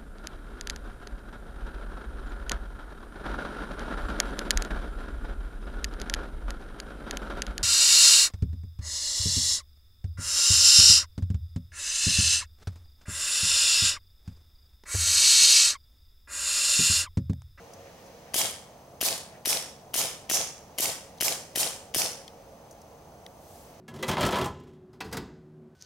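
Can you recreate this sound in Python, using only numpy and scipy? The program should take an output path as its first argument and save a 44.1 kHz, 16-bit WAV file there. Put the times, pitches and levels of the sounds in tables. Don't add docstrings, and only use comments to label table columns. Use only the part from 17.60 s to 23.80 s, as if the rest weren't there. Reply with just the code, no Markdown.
import sys
import numpy as np
from scipy import signal
from scipy.fft import rfft, irfft, next_fast_len
from scipy.io import wavfile
from scipy.ndimage import map_coordinates

SR = 44100
rng = np.random.default_rng(int(sys.argv[2]) if len(sys.argv) > 2 else 0)


def log_audio(samples):
    frames = np.atleast_2d(samples).T
    limited = np.clip(frames, -1, 1)
    pcm = np.round(limited * 32767).astype(np.int16)
    wavfile.write(sys.argv[1], SR, pcm)


N = 273458

# (frequency [Hz], spectral level [dB])
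TRAFFIC_SPECTRUM = [(13, -51), (22, -15.5), (76, -5), (93, -2.5), (107, -9.5), (129, -3.5), (205, -6),
                    (390, -10.5), (436, -6.5), (460, -6), (553, -4.5), (607, -5), (690, -3), (1420, -20.5),
                    (1800, -33), (2340, -46), (3960, -120)]
# (frequency [Hz], width [Hz], level before the swells [dB])
DRONE_BANDS = [(471.5, 12, -66.5), (548, 14, -65)]
# (peak time [s], width [s], gain [dB])
DRONE_SWELLS = [(.05, 0.5, 10), (4.2, 1, 6)]
# (frequency [Hz], spectral level [dB])
BREEZE_SPECTRUM = [(710, -8), (1200, 0), (1420, -4.5), (1690, 0), (3250, -3.5), (3650, -5.5), (6370, -4),
                   (8240, -16), (14200, -20), (15500, -12.5)]
# (peak time [s], width [s], level [dB])
GUSTS = [(.35, 0.51, -61), (3.8, 1, -68.5), (6.15, 0.16, -67)]
# (peak time [s], width [s], level [dB])
STIRS = [(.275, 0.019, -58), (.68, .015, -59), (1.75, 0.038, -59)]
# (time [s], relative level [dB], centre [Hz], decay by 60 dB [s])
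HANDLING_CLICKS = [(0.134, -56, 6300, 0.033), (0.459, -71, 6000, 0.12), (.909, -39, 9000, .012),
                   (1.579, -38, 9000, .012), (2.023, -42, 9000, .012), (3.575, -60, 6000, 0.02),
                   (3.582, -66, 4030, 0.019), (3.932, -56, 5000, 0.0065), (4.678, -44.5, 2880, 0.013),
                   (5.109, -58, 6940, .04), (5.124, -65, 7160, 0.045), (5.215, -55, 6450, 0.02),
                   (5.6624, -45.5, 2050, 0.0097), (5.664, -50.5, 3900, 0.0061)]
# (frequency [Hz], width [Hz], level [dB])
HANDLING_MODES = [(1900, 120, 7), (3200, 520, -1), (4020, 590, 0), (6100, 850, -2), (9400, 1000, -9.5),
                  (11500, 2100, -11.5)]
# (frequency [Hz], spectral level [dB])
TRUNK_SPECTRUM = [(40, -35), (110, -2), (250, -7), (520, 2.5), (850, 0.5), (1150, -7), (2000, -20.5)]
# (frequency [Hz], spectral level [dB])
GRASS_SPECTRUM = [(1500, -32), (3200, 1.5), (6000, 7), (9500, 5.5), (13000, 5.5), (16000, -9)]
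# (frequency [Hz], spectral level [dB])
LEAF_SPECTRUM = [(590, -41), (1000, -13.5), (2250, -5.5), (2810, -5), (3340, -2), (4020, -5.5),
                 (5310, -0.5), (5700, -0.5), (8070, -1.5), (9490, -0.5), (12000, -3.5), (15100, -12),
                 (16000, -12)]
# (frequency [Hz], loss [dB/s])
LEAF_LOSS = [(1500, -2.5), (3500, 22.5), (6000, 23), (9800, 41), (12500, 80), (15000, 89)]
# (delay [s], gain [dB], centre [Hz], width [octaves], left minus right [dB])
REFLECTORS = [(.0490, 0, 760, 1, -5), (.0575, 0, 640, 0.49, -2), (.0668, 7, 855, 0.23, -5),
              (0.0709, 7, 2520, 0.31, -7), (.0718, 3.5, 6000, 0.35, -10), (0.074, -1.5, 5500, .6, -4),
              (.111, -5.5, 260, 0.7, 0), (0.1136, -6.5, 4250, 0.66, 21)]
# (frequency [Hz], spectral level [dB])
TURF_SPECTRUM = [(300, -36), (1400, 11), (3200, 10), (6000, -36), (16000, 1)]
# (delay [s], relative level [dB], decay by 60 dB [s], treble gain [dB])
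ACTION_CONTACTS = [(-.0031, -17, 0.01, -14.5), (.0019, 4, 0.0037, -0.5), (.0079, 2.5, 0.0071, 3),
                   (0.02, -5.5, .006, 27), (0.0244, -2, 0.014, 6)]
# (frequency [Hz], width [Hz], level [dB])
STEEL_MODES = [(1910, 62, 8.5), (3010, 236, 10.5), (4860, 820, 5), (6180, 1330, 7.5), (6900, 370, 2),
               (9300, 790, 5.5), (10050, 570, 7.5), (11700, 1450, 4)]
# (frequency [Hz], spectral level [dB])
GAS_SPECTRUM = [(150, -7), (1100, -7), (1900, -0.5), (2900, -2.5), (4000, 0.5), (5400, -1.5), (7200, -1.5),
                (9500, -6), (13000, -3.5), (16000, -46)]
# (time [s], gain [dB], jet whistle [Hz], whistle gain [dB], wash gain [dB], top hiss gain [dB],
# thud gain [dB], soil heave gain [steps of 2 dB])
SHOTS = [(0.7394, -27, 3450.0, 3.5, 1.9, 0.5, -7.5, -9), (1.4097, -27, 4300, 5.5, -0.4, 2.5, -7.5, -5),
         (1.854, -28.5, 5340.0, 2.5, 0.56, 0.5, -8, -9), (2.3382, -28.5, 3120, 1.5, 0.66, 1, -13, -12),
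         (2.6955, -27.5, 6100, 6.5, 0.1, -1, -7, -6), (3.1815, -28.5, 6840, 1.5, -0.6, 1.8, -8.5, 0),
         (3.6062, -26, 5950, 2.5, -0.5, 3, -8, -4), (3.9556, -28, 7860, 1.3, 0.6, 0.5, -7, -8),
         (4.3431, -27, 5530, 4.5, -0.4, 1.5, -5, 6)]
# (frequency [Hz], coherence [ratio])
PORT_COHERENCE = [(100, 0.98), (600, 0.91), (1600, 0.45), (3300, 0.36), (6000, 0.31), (11000, 0.62)]
# (frequency [Hz], left minus right [dB])
PORT_LEVEL = [(60, 0), (99, -0.5), (160, -1), (270, -0.5), (450, -2.5), (740, -0.5), (1220, 0), (2010, 1.5),
              (3330, 1.5), (5500, -3.5), (9080, 2.5), (15000, 2.5)]
# (frequency [Hz], lead of the left [rad])
PORT_PHASE = [(100, 0.004), (600, 0.3), (1700, 0.93), (3600, 0.92), (5000, -0.1), (6800, -0.85),
              (8500, 0.1), (13000, 0.45)]


def amp(db):
    return 10 ** (np.asarray(db) / 20)


def unit(x):
    return x / np.sqrt(np.mean(x ** 2) + 1e-20)


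def along(points, hz):
    knots_hz, values = np.transpose(points)
    return np.interp(np.log(hz + 1), np.log(knots_hz + 1), values)


def spectrum(points):
    return lambda hz: amp(along(points, hz))


def swell(t, peak_s, width_s, db):
    return amp(db) * np.exp(-.5 * ((t - peak_s) / width_s) ** 2)


def bell(hz, centre_hz, octaves):
    return np.exp(-.5 * (np.log2((hz + 1) / centre_hz) / octaves) ** 2)


def filtered(x, response):
    n = x.shape[-1]
    padded = next_fast_len(n + 4096)
    return irfft(rfft(x, padded) * response(np.fft.rfftfreq(padded, 1 / SR)), padded)[..., :n]


def diffuse(gain, size):
    def mid_and_side(hz):
        angle = np.arccos(np.clip(along(PORT_COHERENCE, hz), -1, 1)) / 2
        return gain(hz) * np.array([np.cos(angle), np.sin(angle)])
    mid, side = filtered(rng.standard_normal((2, size)), mid_and_side)
    return unit(np.array([mid + side, mid - side]))


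def panned(x, left_db):
    return amp([[left_db / 2], [-left_db / 2]]) * x


def add(track, start_s, sound):
    part = track[..., max(round(start_s * SR), 0):][..., :sound.shape[-1]]
    part += sound[..., :part.shape[-1]]


def resonances(modes, hz):
    return sum((-1) ** k * amp(db) * 1j * hz * width / (centre ** 2 - hz ** 2 + 1j * hz * width)
               for k, (centre, width, db) in enumerate(modes))


def contact(response, t60, rise_s=0.00063):
    t = np.arange(SR // 10) / SR
    envelope = amp(-60 * t / max(t60, .002)) * (1 - np.exp(-t / rise_s))
    taps = np.sign(rng.standard_normal(len(t))) * envelope
    return filtered(taps, lambda hz: unit(response(hz)))


def push(hz, cycles):
    elapsed_cycles = np.arange(SR // 10) / SR * hz
    age = elapsed_cycles / cycles
    return np.sin(2 * np.pi * elapsed_cycles) * age * np.exp(1 - age)


def outdoors(traffic_db=-51, calm_db=-65.5, hiss_db=-67):
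    t = np.arange(N) / SR
    traffic = amp(traffic_db) * diffuse(spectrum(TRAFFIC_SPECTRUM), N)
    drone = sum(amp(db) * diffuse(lambda hz: np.exp(-2 * ((hz - centre) / width) ** 2), N)
                for centre, width, db in DRONE_BANDS)
    drone *= sum(swell(t, *row) for row in DRONE_SWELLS)
    wind = amp(calm_db) + sum(swell(t, *gust) for gust in GUSTS)
    breeze = wind * diffuse(spectrum(BREEZE_SPECTRUM), N)
    swish = swell(t, peak_s=5.96, width_s=0.1, db=-60)
    hiss = (amp(hiss_db) + swish) * diffuse(lambda hz: bell(hz, 8100, 1.2), N)
    stirs = sum(swell(t, *row) for row in STIRS) * diffuse(lambda hz: bell(hz, 1900, 0.46), N)
    return traffic + drone + breeze + hiss + stirs


def camera(whine_db=-73, whine_hz=6240, pulse_hz=29.97, tone_db=-80, tone_hz=15734):
    t = np.arange(N) / SR
    pulses = unit(np.clip(3 * np.sin(2 * np.pi * pulse_hz * (t - 0.0051)), 0, 1))
    phase_drift = np.cumsum(rng.normal(0, 0.031, N))
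    whine = unit(np.sin(2 * np.pi * whine_hz * t + phase_drift))
    tone = unit(np.sin(2 * np.pi * tone_hz * t))
    return amp(whine_db) * pulses * whine + amp(tone_db) * tone


def handling(gain_db=4):
    out = np.zeros(N)
    for start_s, db, centre_hz, t60 in HANDLING_CLICKS:
        touch = lambda hz: bell(np.minimum(hz, centre_hz), centre_hz, .33) / (1 + hz / centre_hz)
        click = contact(lambda hz: resonances(HANDLING_MODES, hz) * touch(hz), t60, rise_s=0.002)
        add(out, start_s, amp(db + gain_db) * click)
    return out


def scatter(t, near_s, rise_s, far_s, fade_db_per_s):
    attack = 1 - np.exp(-np.maximum(t - near_s, 0) / rise_s)
    return attack * amp(-fade_db_per_s * np.maximum(t - far_s, 0))


def foliage(t, grain_db=1.5, grain_hz=700):
    size = len(t)
    hz, delay, spectra = signal.stft(diffuse(spectrum(LEAF_SPECTRUM), size), SR, nperseg=256)
    spectra *= amp(-along(LEAF_LOSS, hz)[:, None] * delay)
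    leaves = signal.istft(spectra, SR, nperseg=256)[1][:, :size]
    flicker = map_coordinates(rng.standard_normal(size // 40), [t * grain_hz], order=1, mode="mirror")
    return amp(grain_db * flicker) * leaves


def jet_colour(wash, whistle_hz, whistle_db, top_db, ripple_db=1.9, ripple_step_hz=90):
    ripple = rng.standard_normal(400)
    rings = lambda hz: ripple_db * map_coordinates(ripple, [hz / ripple_step_hz], mode="mirror")
    peaks = lambda hz: whistle_db * bell(hz, whistle_hz, .17) + top_db * bell(hz, 14000, .35)
    return filtered(wash, lambda hz: amp(peaks(hz) + rings(hz)))


def hedge(leaves_db=-27.5, trunks_db=-38.5, grass_db=-27, grass_peak_s=0.05):
    out, size = np.zeros((2, N)), SR * 2 // 3
    t = np.arange(1, size + 1) / SR
    trunk_envelope = scatter(t, near_s=.037, rise_s=0.0038, far_s=0.11, fade_db_per_s=131)
    leaf_envelope = scatter(t, near_s=0.00049, rise_s=0.019, far_s=0.11, fade_db_per_s=110)
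    grass_envelope = np.exp(-.5 * (np.log(t / grass_peak_s) / 0.28) ** 2)
    trunks = amp(trunks_db) * trunk_envelope * diffuse(spectrum(TRUNK_SPECTRUM), size)
    for start_s, _, whistle_hz, whistle_db, wash_db, top_db, *_ in SHOTS:
        grass = amp(grass_db) * grass_envelope * diffuse(spectrum(GRASS_SPECTRUM), size)
        leaves = amp(leaves_db) * leaf_envelope * foliage(t)
        wash = jet_colour(grass + leaves, whistle_hz, whistle_db, top_db)
        add(out, start_s, amp(wash_db) * wash + trunks)
    return out


def echoes(blast):
    out = np.zeros((2, N))
    for delay, db, centre_hz, octaves, left_db in REFLECTORS:
        echo = amp(db) * filtered(blast, lambda hz: bell(hz, centre_hz, octaves))
        add(out, delay, panned(echo, left_db))
    return out


def bullets(smack_db=-25, smack_t60=0.0055, dent_db=-31):
    out, t = np.zeros(N), np.arange(SR // 10) / SR
    for start_s, *_, thud_db, heave_steps in SHOTS:
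        noise = unit(filtered(rng.standard_normal(len(t)), spectrum(TURF_SPECTRUM)))
        smack = amp(smack_db - 60 * t / smack_t60) * noise
        add(out, start_s + .017, smack + amp(dent_db) * push(hz=650, cycles=0.8))
        add(out, start_s + 0.01827, amp(thud_db - 22.5) * push(hz=330, cycles=0.49))
        add(out, start_s + 0.0198, amp(2 * heave_steps - 50) * push(hz=130, cycles=0.69))
    return out


def action(gain_db=3, force_spread_db=0.64, jitter_s=0.00017):
    out = np.zeros(N)
    for start_s, shot_db, *_ in SHOTS:
        for delay, contact_db, t60, treble_db in ACTION_CONTACTS:
            force = amp(shot_db + gain_db + contact_db + rng.normal(0, force_spread_db))
            steel = lambda hz: resonances(STEEL_MODES, hz) * amp(treble_db * bell(hz, 13000, 0.84))
            add(out, start_s + delay + rng.normal(0, jitter_s), force * contact(steel, t60))
    return out


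def muzzle_blasts(bore_hz=560, breech_hz=660):
    out, t = np.zeros(N), np.arange(SR // 10) / SR
    for start_s, shot_db, *_ in SHOTS:
        gas = unit(filtered(rng.standard_normal(len(t)), spectrum(GAS_SPECTRUM)))
        gas *= swell(t, peak_s=0.00467, width_s=0.00096, db=4)
        add(gas, .0025, amp(-4) * push(bore_hz, cycles=0.31))
        add(gas, .0049, -amp(-1) * push(breech_hz, cycles=0.31))
        add(out, start_s, amp(shot_db) * gas)
    return out


def scene():
    blast = muzzle_blasts()
    gun = blast + action() + handling()
    bass = filtered(gun, lambda hz: 1 / (1 + (hz / 1000) ** 2))
    direct = panned(bass, left_db=1.5) + panned(gun - bass, left_db=5.5)
    reflected = echoes(blast) + hedge()
    return direct + bullets() + reflected + outdoors() + camera()


def record(dry, limit_hz=15900):
    sides = np.array([[.5], [-.5]])
    gain = lambda hz: amp(sides * along(PORT_LEVEL, hz))
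    phase = lambda hz: np.exp(1j * sides * along(PORT_PHASE, hz))
    return filtered(dry, lambda hz: gain(hz) * phase(hz) / np.sqrt(1 + (hz / limit_hz) ** 400))


dry = scene()
out = record(dry)
log_audio(out)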